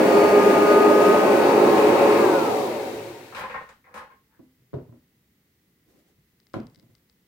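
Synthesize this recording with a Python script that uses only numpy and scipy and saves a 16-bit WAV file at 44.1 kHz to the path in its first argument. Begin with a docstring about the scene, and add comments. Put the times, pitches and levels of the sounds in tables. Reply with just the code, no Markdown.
"""A narrow carpeted hallway, heard from a stereo microphone that stays in one spot.
An upright vacuum cleaner works close by, air rushing under the whine of its fan and brush drive; it
moves off, is switched off and spins down. At the far end its plastic handle clatters and latches
upright. Then someone walks up the hall and past the microphone, thudding on the boards under the
carpet, cloth swishing and a small metal fitting ticking on their clothes."""
import sys
import numpy as np
from scipy import signal
from scipy.fft import rfft, irfft, next_fast_len
from scipy.io import wavfile

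SR = 44100
rng = np.random.default_rng(int(sys.argv[2]) if len(sys.argv) > 2 else 0)


def store_pcm(level_fs):
    """Save levels as 16-bit WAV."""
    pcm = np.round(np.clip(level_fs, -1, 1) * 32767).astype(np.int16)
    wavfile.write(sys.argv[1], SR, np.atleast_2d(pcm).T)


N = 320607
TIME = np.arange(N) / SR
SIZE = 2 * next_fast_len(N // 2 + SR // 2, real=True)
HZ = np.maximum(np.arange(SIZE // 2 + 1) * SR / SIZE, 1)
SWITCH_OFF_S, CUTOFF_HZ = 2.19, 15900

# How alike the hall sounds on the two channels. Each row: frequency in Hz, left-right correlation.
LIKENESS = [(30, .92), (100, 0.98), (200, 1), (350, 0.84), (700, 0.69), (1400, 0.08), (2800, 0.041),
            (15000, 0.022)]
# The cleaner's treble sits to the left. Each row: frequency in Hz, left over right in dB.
CLEANER_PAN = [(60, 0.5), (120, 0), (240, -0.5), (480, -0.5), (950, 1.5), (1890, 3.5), (3770, 6),
               (7520, 8.5), (15000, 6)]
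# Colour of the turbulence in the housing. Each row: frequency in Hz, relative level in dB.
AIR_COLOUR = [(25, -45), (70, -38), (100, -22), (160, -17.5), (210, -5.5), (360, -3.5), (600, -3),
              (950, -9.5), (1500, -16.5), (2600, -17), (3100, -25.5), (6000, -32), (11500, -37.5),
              (15500, -35)]


def from_db(db):
    """Decibels to amplitude."""
    return 10 ** (np.asarray(db) / 20)


def unit_mid(stereo):
    """Scale a stereo pair so that its middle has rms 1."""
    return stereo / np.sqrt(np.mean(stereo.mean(axis=0) ** 2))


def pan(db):
    """Left and right gains, the left louder by db."""
    return from_db(np.array([[.5], [-.5]]) * db)


def in_time(rows):
    """Each column of a table of timed points, sample by sample."""
    times, *columns = np.transpose(rows)
    return [np.interp(TIME, times, column) for column in columns]


def at_hz(points, hz):
    """Read a table on a log-frequency axis."""
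    frequencies, values = np.transpose(points)
    return np.interp(np.log(hz), np.log(frequencies), values)


def to_sound(spectrum):
    """From a spectrum back to samples."""
    return irfft(spectrum, SIZE)[..., :N]


def drift(rate):
    """A random wander of spread 1 that turns about rate times a second."""
    knots = rng.standard_normal(2000)
    return np.interp(TIME * rate, np.arange(len(knots)), knots) / np.sqrt(2 / 3)


def response(colour, peaks=()):
    """Causal (minimum-phase) response of a body with a broad colour and resonances."""
    level_db = at_hz(colour, HZ)
    for hz, width, db in peaks:
        level_db = level_db + db / (1 + (2 * (HZ - hz) / width) ** 2)
    cepstrum = irfft(np.log(from_db(level_db)))
    cepstrum[1:SIZE // 2] *= 2
    cepstrum[SIZE // 2 + 1:] = 0
    return np.exp(rfft(cepstrum))


def diffuse():
    """Spectrum of stereo noise, white in the middle: alike on both sides in the bass, wide on top."""
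    alike = np.clip(at_hz(LIKENESS, HZ), -1, 1)
    mid, side = rfft(rng.standard_normal((2, SIZE)))
    return mid + np.sqrt((1 - alike) / (1 + alike)) * side * [[1], [-1]]


def ring(hits, modes):
    """Hits (s, dB) set decaying modes (Hz, dB, t60) ringing, a little differently each time."""
    times, hit_db = np.transpose(hits)
    out, at = np.zeros(N), (times * SR).astype(int)
    for hz, db, t60 in modes:
        clicks = np.full(N, 1e-18)
        clicks[at] = from_db(hit_db + db + rng.normal(0, 1, len(at)))
        decay, angle = from_db(-60 / (t60 * SR)), 2 * np.pi * hz / SR
        out += signal.lfilter([0, np.sin(angle)], [1, -2 * decay * np.cos(angle), decay ** 2], clicks)
    return out


def contacts(rows, body):
    """Spectrum of knocks on a body: each a click and a run of slips, coloured by the part it hits."""
    force, t = np.zeros(N), TIME[:SR // 8]
    body_power = np.abs(body[::64]) ** 2
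    for start, db, bright_hz, length, part_hz, part_db in rows:
        slipping = rng.random(len(t)) < 500 / SR   # about 500 slips a second
        slips = .5 * rng.standard_normal(len(t)) * slipping * np.exp(-(t / length) ** 2)
        slips[0] = 1
        soft_b, soft_a = signal.butter(2, min(bright_hz, SR / 3), fs=SR)   # soft contacts lose treble
        peak_b, peak_a = signal.iirpeak(part_hz, Q=3.3, fs=SR)
        boost_b = peak_a + (from_db(part_db) - 1) * peak_b
        colour = np.convolve(soft_b, boost_b), np.convolve(soft_a, peak_a)
        _, gain = signal.freqz(*colour, worN=len(body_power))
        energy = np.mean(body_power * np.abs(gain) ** 2) * np.sum(slips ** 2)
        at = int(start * SR)
        force[at:at + len(t)] += from_db(db) * signal.lfilter(*colour, slips) / np.sqrt(energy)
    return rfft(force, SIZE) * body


def hallway(early_db, early_s):
    """Response of the hall: a burst of early echoes between close walls, then a tail dying by band."""
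    # Reverberation of the hall. Each row: frequency in Hz, t60 in seconds.
    decays = [(100, 0.43), (300, 0.26), (1000, 0.3), (3000, 0.34), (8000, 0.24), (15000, 0.22)]
    t, tail = TIME[:SR // 2], 0
    noise = rfft(to_sound(diffuse())[:, :len(t)])
    centres = np.log([hz for hz, _ in decays])
    log_hz = np.log(np.maximum(np.arange(len(t) // 2 + 1) * SR / len(t), 1))
    for weights, (_, t60) in zip(np.eye(len(centres)), decays):
        band = irfft(noise * np.interp(log_hz, centres, weights), len(t))
        tail = tail + band * from_db(-60 * t / t60)
    return rfft(tail * (1 + from_db(early_db) * np.exp(-t / early_s)), SIZE)


def echoes(sound):
    """Spectrum of a sound as the hall carries it, at the same level in the midrange."""
    hall = hallway(early_db=0, early_s=.01)
    midrange = hall[:, (HZ > 400) & (HZ < 1600)]
    return rfft(sound, SIZE) * hall / np.sqrt(np.mean(np.abs(midrange) ** 2))


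def room_tone():
    """The quiet of the house: a low murmur and a faint hiss from all around."""
    # Colour of the quiet. Each row: frequency in Hz, relative level in dB.
    colour = [(25, -22), (40, -19.5), (60, -3.5), (110, -6), (180, -3.5), (290, -9), (420, -12.5),
              (600, -24), (1000, -26.5), (2000, -26), (4000, -28), (9000, -33), (16000, -26)]
    # Humps in the hiss. Each row: centre in Hz, width in Hz, boost in dB.
    peaks = [(1973, 340, 6.5), (15440, 890, 2.5)]
    return from_db(-67.5) * unit_mid(to_sound(diffuse() * response(colour, peaks) * (HZ < CUTOFF_HZ)))


def trousers():
    """Trouser legs brush past each other in soft swells of noise."""
    # Swishes. Each row: time of the peak in seconds, half length in seconds, level in dB.
    swishes = [(5.9, .025, -68), (5.99, .07, -67.5), (6.09, .03, -67), (6.785, .28, -75)]
    # Colour of rubbing cloth. Each row: frequency in Hz, relative level in dB.
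    cloth = [(150, 2), (280, 19), (480, 15.5), (1100, -2), (2600, -4), (5000, -5), (15000, -10)]
    swell = sum(from_db(db) * np.exp(-((TIME - peak) / half) ** 2) for peak, half, db in swishes)
    return swell * from_db(1.8 * drift(27)) * unit_mid(to_sound(diffuse() * response(cloth)))


def metal_fitting():
    """A small fitting on the clothes ticks and rebounds, close to the microphone on the left."""
    # Ticks. Each row: start in seconds, relative level in dB.
    ticks = [(6.4015, -52), (6.469, -51.5), (6.536, -46), (6.602, -47.5), (6.6692, -46), (6.7475, -50),
             (6.7588, -48.5), (6.7775, -53), (6.7976, -50), (6.952, -50), (7.0982, -52)]
    # Modes of the metal. Each row: frequency in Hz, relative level in dB, t60 in seconds.
    modes = [(2130, -12, 0.02), (4100, -5, 0.0072), (4730, -4, 0.012), (5240, -3, 0.0056),
             (7300, -11, 0.0033)]
    rebounds = np.array(ticks) + [0.03, -13]   # seconds later, dB softer
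    return from_db(-2.5) * ring(np.vstack([ticks, rebounds]), modes) * pan(10)


def joists(booms):
    """Each footfall sets the floor booming, with a pitch and a decay that depend on where it lands."""
    # Modes of the floor. Each row: multiple of the boom pitch, relative level in dB.
    modes = [(0.998, 0), (1.24, -12.5)]
    out, t = np.zeros(N), TIME[:SR // 4]
    for start, db, hz, t60 in booms:
        boom = sum(from_db(level) * np.sin(2 * np.pi * k * hz * t) for k, level in modes)
        attack = 1 - np.exp(-t * hz)   # it swells over the first cycle
        at = int(start * SR)
        out[at:at + len(t)] += from_db(db - 60 * t / t60) * attack * boom
    return signal.sosfilt(signal.butter(2, 70, "high", fs=SR, output="sos"), out)


def loose_board():
    """The step nearest the microphone sets a loose board ringing."""
    # The blow on the board. Its row: start in seconds, level in dB.
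    blow = [(6.541, -39.5)]
    # Modes of the board. Each row: frequency in Hz, relative level in dB, t60 in seconds.
    modes = [(345, -2, .25), (571, -3, .22), (743, 0, .22), (1010, 0, .22), (1290, -17, .15),
             (1630, -16, .1)]
    return ring(blow, modes)


def footsteps():
    """Each step is a heel, a sole and the carpeted boards settling under the weight; the joists boom."""
    # Footfalls. Each row: start in seconds, heel in relative dB, heel brightness in Hz, gap to the sole
    # in seconds, sole in relative dB, board resonance in Hz, its boost in dB, boom level in dB,
    # boom pitch in Hz, boom t60 in seconds.
    steps = [(4.393, -48, 400, 0.00614, -50.5, 267, 9, -49, 259, 0.43),
             (4.588, -70, 200, .008, -75, 150, 3, -53, 126, 0.38),
             (4.732, -37, 419, 0.0074, -29.5, 424, 8, -21, 132, 0.19),
             (4.882, -55, 220, 0.0091, -54, 272, 6, -35, 121, 0.16),
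             (4.925, -46, 330, .012, -55.5, 288, 5.5, -47, 233, 0.11),
             (5.884, -62, 400, .06, -58.5, 275, 7, -57.5, 271, .15),
             (6.18, -70, 180.4, 0.0061, -74, 160, 0, -50, 165, 0.11),
             (6.540, -32, 1170, 0.018, -29, 215.7, 3.5, -25.5, 211, 0.13),
             (6.776, -55, 233, 0.0065, -57, 199, 9, -53, 192, 0.12),
             (6.83, -57, 418, 0.0061, -63, 249, 8.5, -45, 124, .15),
             (6.892, -60, 221, .006, -67, 232, -6, -51, 112, 0.23)]
    # Colour of the carpeted boards. Each row: frequency in Hz, relative level in dB.
    boards = [(25, -26), (60, -10.5), (120, -7), (230, -1.5), (320, -3), (420, -8), (580, -9), (720, -10.5),
              (1000, -9), (1400, -12.5), (2000, -15.5), (4000, -14), (8000, -12), (15500, 0)]
    sole_hz, heel_roll, sole_roll = 476, 0.059, 0.89   # rolls: contact lengths as shares of the gap
    settle_after_s, settle_loss_db, settle_hz, settle_s = 0.042, 12.5, 497.4, 0.033
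    touches, booms = [], []
    for start, heel_db, heel_hz, gap, sole_db, board_hz, board_db, *boom in steps:
        heel = (start, heel_db, heel_hz, heel_roll * gap)
        sole = (start + gap, sole_db, sole_hz, sole_roll * gap)
        settle = (start + settle_after_s, sole_db - settle_loss_db, settle_hz, settle_s)
        touches += [(*touch, board_hz, board_db) for touch in (heel, sole, settle)]
        booms.append((start + gap, *boom))
    thuds = contacts(touches, response(boards)) * hallway(early_db=4.5, early_s=0.0026)
    return from_db(-1.5) * to_sound(thuds) + joists(booms) + loose_board()


def squeaks():
    """Plastic rubs on plastic, driving a narrow resonance and its octave that bend as the parts slide."""
    # Rubs. Each row: start and length in seconds, first, middle and last pitch in Hz, relative dB.
    rubs = [(3.357, 0.062, 1150, 1090, 1070, -41), (3.426, .065, 1070, 1000, 1070, -35),
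            (3.496, .05, 2800, 2570, 2140, -47), (3.505, 0.127, 1790, 1855, 1840, -41.5),
            (3.538, .06, 1110, 1045, 1090, -31.5), (3.841, 0.059, 2180, 1800, 1410, -64),
            (3.857, .06, 1080, 1060, 1030, -58), (3.944, 0.1, 1086, 1053, 1055, -47),
            (4.094, 0.051, 1050, 1080, 1050, -55), (4.29, 0.074, 840, 900, 970, -70)]
    out, width_hz = np.zeros(N), 140
    for start, length, *pitches, db in rubs:
        along = np.clip((TIME - start) / length, 0, 1)
        phase = 2 * np.pi * np.cumsum(np.interp(along, [0, .5, 1], pitches)) / SR
        grip = (1 + .5 * drift(width_hz)) * np.cos(phase) + .5 * drift(width_hz) * np.sin(phase)
        octave = from_db(-21) * drift(width_hz) * np.cos(2 * phase)
        out += from_db(db) * np.sin(np.pi * np.sqrt(along)) * (grip + octave)
    return out


def handle():
    """Hollow plastic parts knock and squeak at the far end of the hall, and the wand tube rings."""
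    # Contacts of handle and latch. Each row: start in seconds, relative level in dB, brightness in Hz,
    # chatter in seconds, resonance of the part in Hz, its boost in dB, ring of the tube in relative dB.
    clacks = [(3.324, -41.5, 3200, 0.0037, 1230, 5, -49), (3.348, -33.5, 7850, 0.027, 3300, 9, -55),
              (3.378, -35, 8000, 0.02, 10600, 0, -24), (3.396, -42, 14200, 0.0071, 3970, 7, -38),
              (3.408, -33.5, 4200, 0.015, 1650, 5, -41), (3.436, -33.5, 3580, 0.021, 1005, 5, -33),
              (3.497, -36, 3300, 0.025, 2700, 3.5, -40), (3.543, -33, 2000, 0.0053, 1070, 1.5, -22),
              (3.556, -37.5, 2500, 0.0082, 2230, 9.5, -34), (3.607, -43, 2170, 0.0024, 1500, -7, -32),
              (3.69, -47.5, 7000, 0.0078, 7160, 6.5, -56), (3.842, -58, 3220, 0.008, 2000, 13, -69),
              (3.865, -49.5, 1700, 0.17, 870, 1, -55), (3.941, -42, 9100, 0.0058, 206, 9, -48),
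              (3.955, -36.5, 8050, 0.051, 1210, 4.5, -32), (4.008, -45, 2200, .037, 850, 5, -43),
              (4.103, -54.5, 3200, 0.03, 1400, 1, -54), (4.31, -65, 2200, 0.088, 1600, 13, -80)]
    # Colour of the plastic. Each row: frequency in Hz, relative level in dB.
    plastic = [(40, -11), (120, -10.5), (330, -9), (520, 3), (680, -5.5), (950, -0.5), (1400, 0),
               (1900, -4.5), (2800, -12.5), (4200, -18), (6500, -22.5), (11000, -19), (15500, -14)]
    # Resonances of the hollow parts. Each row: centre in Hz, width in Hz, gain in dB.
    hollows = [(520, 90, -2.5), (800, 90, 3.5), (1070, 130, 3.5)]
    # Modes of the wand tube. Each row: frequency in Hz, relative level in dB, t60 in seconds.
    tube_modes = [(1030, -10, .058), (1070, -2.5, .12), (1850, -17, .22)]
    clacks = np.array(clacks)
    knocks = from_db(-3) * contacts(clacks[:, :6], response(plastic, hollows))
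    tube = rfft(ring(clacks[:, [0, 6]], tube_modes), SIZE)
    hall = hallway(early_db=-7.5, early_s=0.024) * pan(.4 * at_hz(CLEANER_PAN, HZ))
    clatter = to_sound((knocks + from_db(-47) * tube) * hall + from_db(-13) * tube)
    squeal = squeaks()
    return clatter + from_db(-5.5) * squeal + from_db(-2) * to_sound(echoes(squeal))


def switched_off():
    """0 while the motors are driven, 1 while they coast."""
    return np.clip((TIME - SWITCH_OFF_S) / .06, 0, 1)


def coasting(drag_s, stop_s, lag_s=0):
    """Share of full speed: 1 until the switch is thrown, then air drag and friction stop the shaft."""
    t = np.maximum(TIME - SWITCH_OFF_S - lag_s, 0)
    friction = np.exp(-stop_s / drag_s)
    return np.maximum((np.exp(-t / drag_s) - friction) / (1 - friction), 1e-4)


def shaft_tone(speed, multiple, scatter, scatter_rate=14, lag_s=0.0001):
    """A tone of rms 1 locked to a shaft, lag_s later on the left; the walls add a wandering copy."""
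    roughness = 1 + .006 * switched_off() * drift(70)   # the pitch turns rough while coasting
    hz = multiple * (speed + 0.694 * drift(25)) * roughness
    phase = 2 * np.pi * (np.cumsum(hz) / SR - hz * lag_s * np.array([[1], [0]]))
    shared, left, right = [drift(scatter_rate) + 1j * drift(scatter_rate) for _ in range(3)]
    alike = np.clip(at_hz(LIKENESS, multiple * speed[0]), 0, 1)
    wander = scatter * (np.sqrt(alike) * shared + np.sqrt(1 - alike) * np.array([left, right]))
    return ((1 + wander.real) * np.cos(phase) + wander.imag * np.sin(phase)) / np.sqrt(.5 + scatter ** 2)


def housing(tones):
    """Coasting tones sweep the housing's resonances, trailed by echoes; it is too small to give bass."""
    # Resonances of the housing. Each row: centre in Hz, width in Hz, gain in dB.
    peaks = [(350, 30.4, 5.5), (437, 45, 10.5), (550, 35, 5), (640, 80, -2), (776, 76, 8.5), (1080, 110, 1)]
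    off, flat = switched_off(), [(20, 0), (20000, 0)]
    falling = from_db(-2.5) * rfft(tones * off, SIZE) + from_db(-8) * echoes(tones * off)
    heard = tones * (1 - off) + to_sound(falling * response(flat, peaks))
    return signal.sosfilt(signal.butter(4, 325, "high", fs=SR, output="sos"), heard)


def brush_drive(running, far):
    """The brush drive sings on multiples of its speed, in a different balance once it coasts."""
    # Its tones. Each row: multiple of the speed, relative dB while driven, relative dB while coasting.
    orders = [(2, 4, 4), (3, -8, 3), (4, -2, 0), (6, -12, -3.5), (8, -14, 1), (9, -11, -14)]
    # Whistles that swell and sink in turn. Each row: time in seconds, then full-speed level in dB
    # at five, seven and eight times the speed.
    whistle_levels = [(0, -43.5, -41, -49.5), (.42, -39, -43, -40.5), (.68, -40, -34.5, -42.5),
                      (.93, -38.5, -38, -47), (1.15, -32.5, -35.5, -42.5), (1.42, -36.5, -38, -46.5),
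                      (1.6, -32, -44.5, -50), (2.2, -32, -43.5, -48.5)]
    share, off = coasting(drag_s=3.5, stop_s=1.35), switched_off()
    speed = running * share
    tones = sum(from_db(driven + off * (free - driven)) * shaft_tone(speed, k, .25, scatter_rate=75)
                for k, driven, free in orders)
    whistles = sum(from_db(db) * shaft_tone(speed, k, scatter=.18)
                   for k, db in zip((5, 7, 8), in_time(whistle_levels)))
    return (tones * from_db(-32.5 + .5 * far) + whistles) * share ** 1.9


def fan_whine(running, share):
    """The whine at three times the fan speed swells and sinks as the cleaner moves."""
    # Swell of the whine. Each row: time in seconds, relative level in dB.
    swell = [(0.0, -43), (0.14, -27), (.5, -25), (1.13, -23), (1.26, -28), (1.32, -43), (1.5, -33.5),
             (2.02, -43), (2.2, -31)]
    swell_db, = in_time(swell)
    speed = running * share
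    # the falling whine carries better as it enters the range that the housing favours
    carry_db = at_hz(AIR_COLOUR, 3 * speed) - at_hz(AIR_COLOUR, 3 * running)
    return from_db(swell_db + carry_db - 1) * share ** 2.45 * shaft_tone(speed, 3, scatter=.2) * pan(2.2)


def fan_whistles(running, share, rush_db):
    """The eleven blades whistle thinly among weaker fan tones; all sink under the air as it slows."""
    # Whistle of the blades. Each row: time in seconds, full-speed level in dB.
    blade_levels = [(0, -55.5), (.2, -43), (.45, -55.5), (.7, -49.5), (1.0, -56.5), (1.5, -51.5),
                    (2.2, -56)]
    # Weak tones of the motor. Each row: multiple of the speed, relative level in dB.
    orders = [(.496, -15), (4, -22), (6, -27), (8, -35)]
    # A whistle that is strongest with the cleaner near. Each row: time in seconds, full-speed dB.
    whistle_levels = [(0, -42), (.55, -39.5), (.9, -48.5), (1.8, -50.5), (2.2, -43)]
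    speed = running * share
    blades = from_db(in_time(blade_levels)[0]) * shaft_tone(speed, 11, scatter=.3, lag_s=0) * pan(3)
    weak = sum(from_db(db) * shaft_tone(speed, k, scatter=.5, scatter_rate=9) for k, db in orders)
    whistle = from_db(in_time(whistle_levels)[0]) * shaft_tone(speed, 5.49, scatter=.25)
    return (blades + whistle) * share ** 6 + weak * from_db(rush_db + 1) * share ** 2


def airflow(levels_db):
    """Five bands of turbulence, through duct and hall resonances that change as the cleaner moves off."""
    # Resonances near the microphone. Each row: centre in Hz, width in Hz, gain in dB.
    near_peaks = [(143, 25, -7.5), (180, 25, 7.5), (266.4, 18, 5), (317.5, 18, 10), (374, 47, 6),
                  (423.5, 40, 10.5), (480, 25, -4), (528.7, 18, 9.5), (584, 26, 5.5), (622, 66, 3),
                  (686.5, 11, 7), (754, 30, -4.5), (786, 20, 7.5), (880, 19, 12.5), (915, 23, 4),
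                  (4400, 300, 1)]
    # Resonances at the far end. Each row: centre in Hz, width in Hz, gain in dB.
    far_peaks = [(221.6, 14, 3), (270.5, 22, 5), (321, 21, 8.5), (362.5, 34, 12), (421.6, 18, 10),
                 (451, 27, 6.5), (508, 16, 6), (559.2, 26, 12), (636, 26, -5.5), (717, 18, 5), (771, 36, 6),
                 (856, 28, 3.5), (920, 26, 10), (950, 16, 5), (1040, 18, 3), (1350, 25, 1.5),
                 (2150, 300, 1), (3790, 130, 5.5), (4150, 160, 3.5), (4600, 130, 3)]
    noise = diffuse() * pan(at_hz(CLEANER_PAN, HZ))
    near, far = noise * response(AIR_COLOUR, near_peaks), noise * response(AIR_COLOUR, far_peaks)
    away = np.interp(TIME, [1.3, 1.45], [0, 1])
    edges_hz, out = [0, 160, 600, 1400, 3000, 16000], 0
    for low, high, db in zip(edges_hz, edges_hz[1:], levels_db):
        inside = (HZ >= low) & (HZ < high)
        band = (1 - away) * unit_mid(to_sound(near * inside)) + away * unit_mid(to_sound(far * inside))
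        out = out + band * from_db(db + .5 * drift(14))
    return out


def vacuum_cleaner():
    """Rushing air with the tones of fan and brush; each follows a power of the speed as it runs down."""
    # Both motors speed up a little as the push on the carpet turns into a pull.
    # Each row: time in seconds, then fan and brush drive speeds in turns per second.
    speeds = [(.5, 408.9, 208.5), (.8, 412, 212.6), (1.2, 415, 214), (1.6, 414.3, 213.2)]
    # The stroke along the hall. Each row: time in seconds, distance from 0 (nearest) to 1 (farthest).
    stroke = [(0, 0.35), (.4, 0.12), (.9, 0.017), (1.5, 0.75)]
    # Rumble, roar, rush, hiss and sizzle of the air. Each row: full-speed level in dB, power of the
    # speed that it follows, gain at the far end in dB.
    air_bands = [(-45, 1.08, 4.5), (-17, 2.18, -1), (-23.5, 2.19, 0.5), (-33.5, 1.34, -1),
                 (-40.5, 1.2, 0.6)]
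    # Swell of the hiss. Each row: time in seconds, gain in dB.
    hiss_swell = [(0, -0.5), (.45, -0.5), (.85, -1.2), (1.25, -1.2), (1.6, -1.3), (2.0, 0.4), (2.4, -3)]
    fan_speed, brush_speed = in_time(speeds)
    far, = in_time(stroke)
    drag_s, stop_s = 1.12, 1.65
    share = coasting(drag_s, stop_s)
    flow_db = 20 * np.log10(coasting(drag_s, stop_s, lag_s=0.015))   # the air outlasts the fan a moment
    air_db = [db + power * flow_db + far_db * far for db, power, far_db in air_bands]
    air_db[3] += in_time(hiss_swell)[0]
    hum = from_db(-18 - 10 * far) * share ** 3.9 * shaft_tone(fan_speed * share, 1, .28, scatter_rate=30)
    whine = fan_whine(fan_speed, share)
    whistles = fan_whistles(fan_speed, share, rush_db=air_db[2])
    return airflow(air_db) + hum + whistles + housing(whine + brush_drive(brush_speed, far))


def scene():
    """The cleaner, its handle and the walker over the quiet of the house."""
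    quiet = room_tone()
    return vacuum_cleaner() + handle() + footsteps() + trousers() + metal_fitting() + quiet


def record(dry):
    """The top treble is cut steeply."""
    return signal.sosfilt(signal.ellip(12, .1, 80, CUTOFF_HZ, fs=SR, output="sos"), dry)


dry = scene()
out = record(dry)
store_pcm(out)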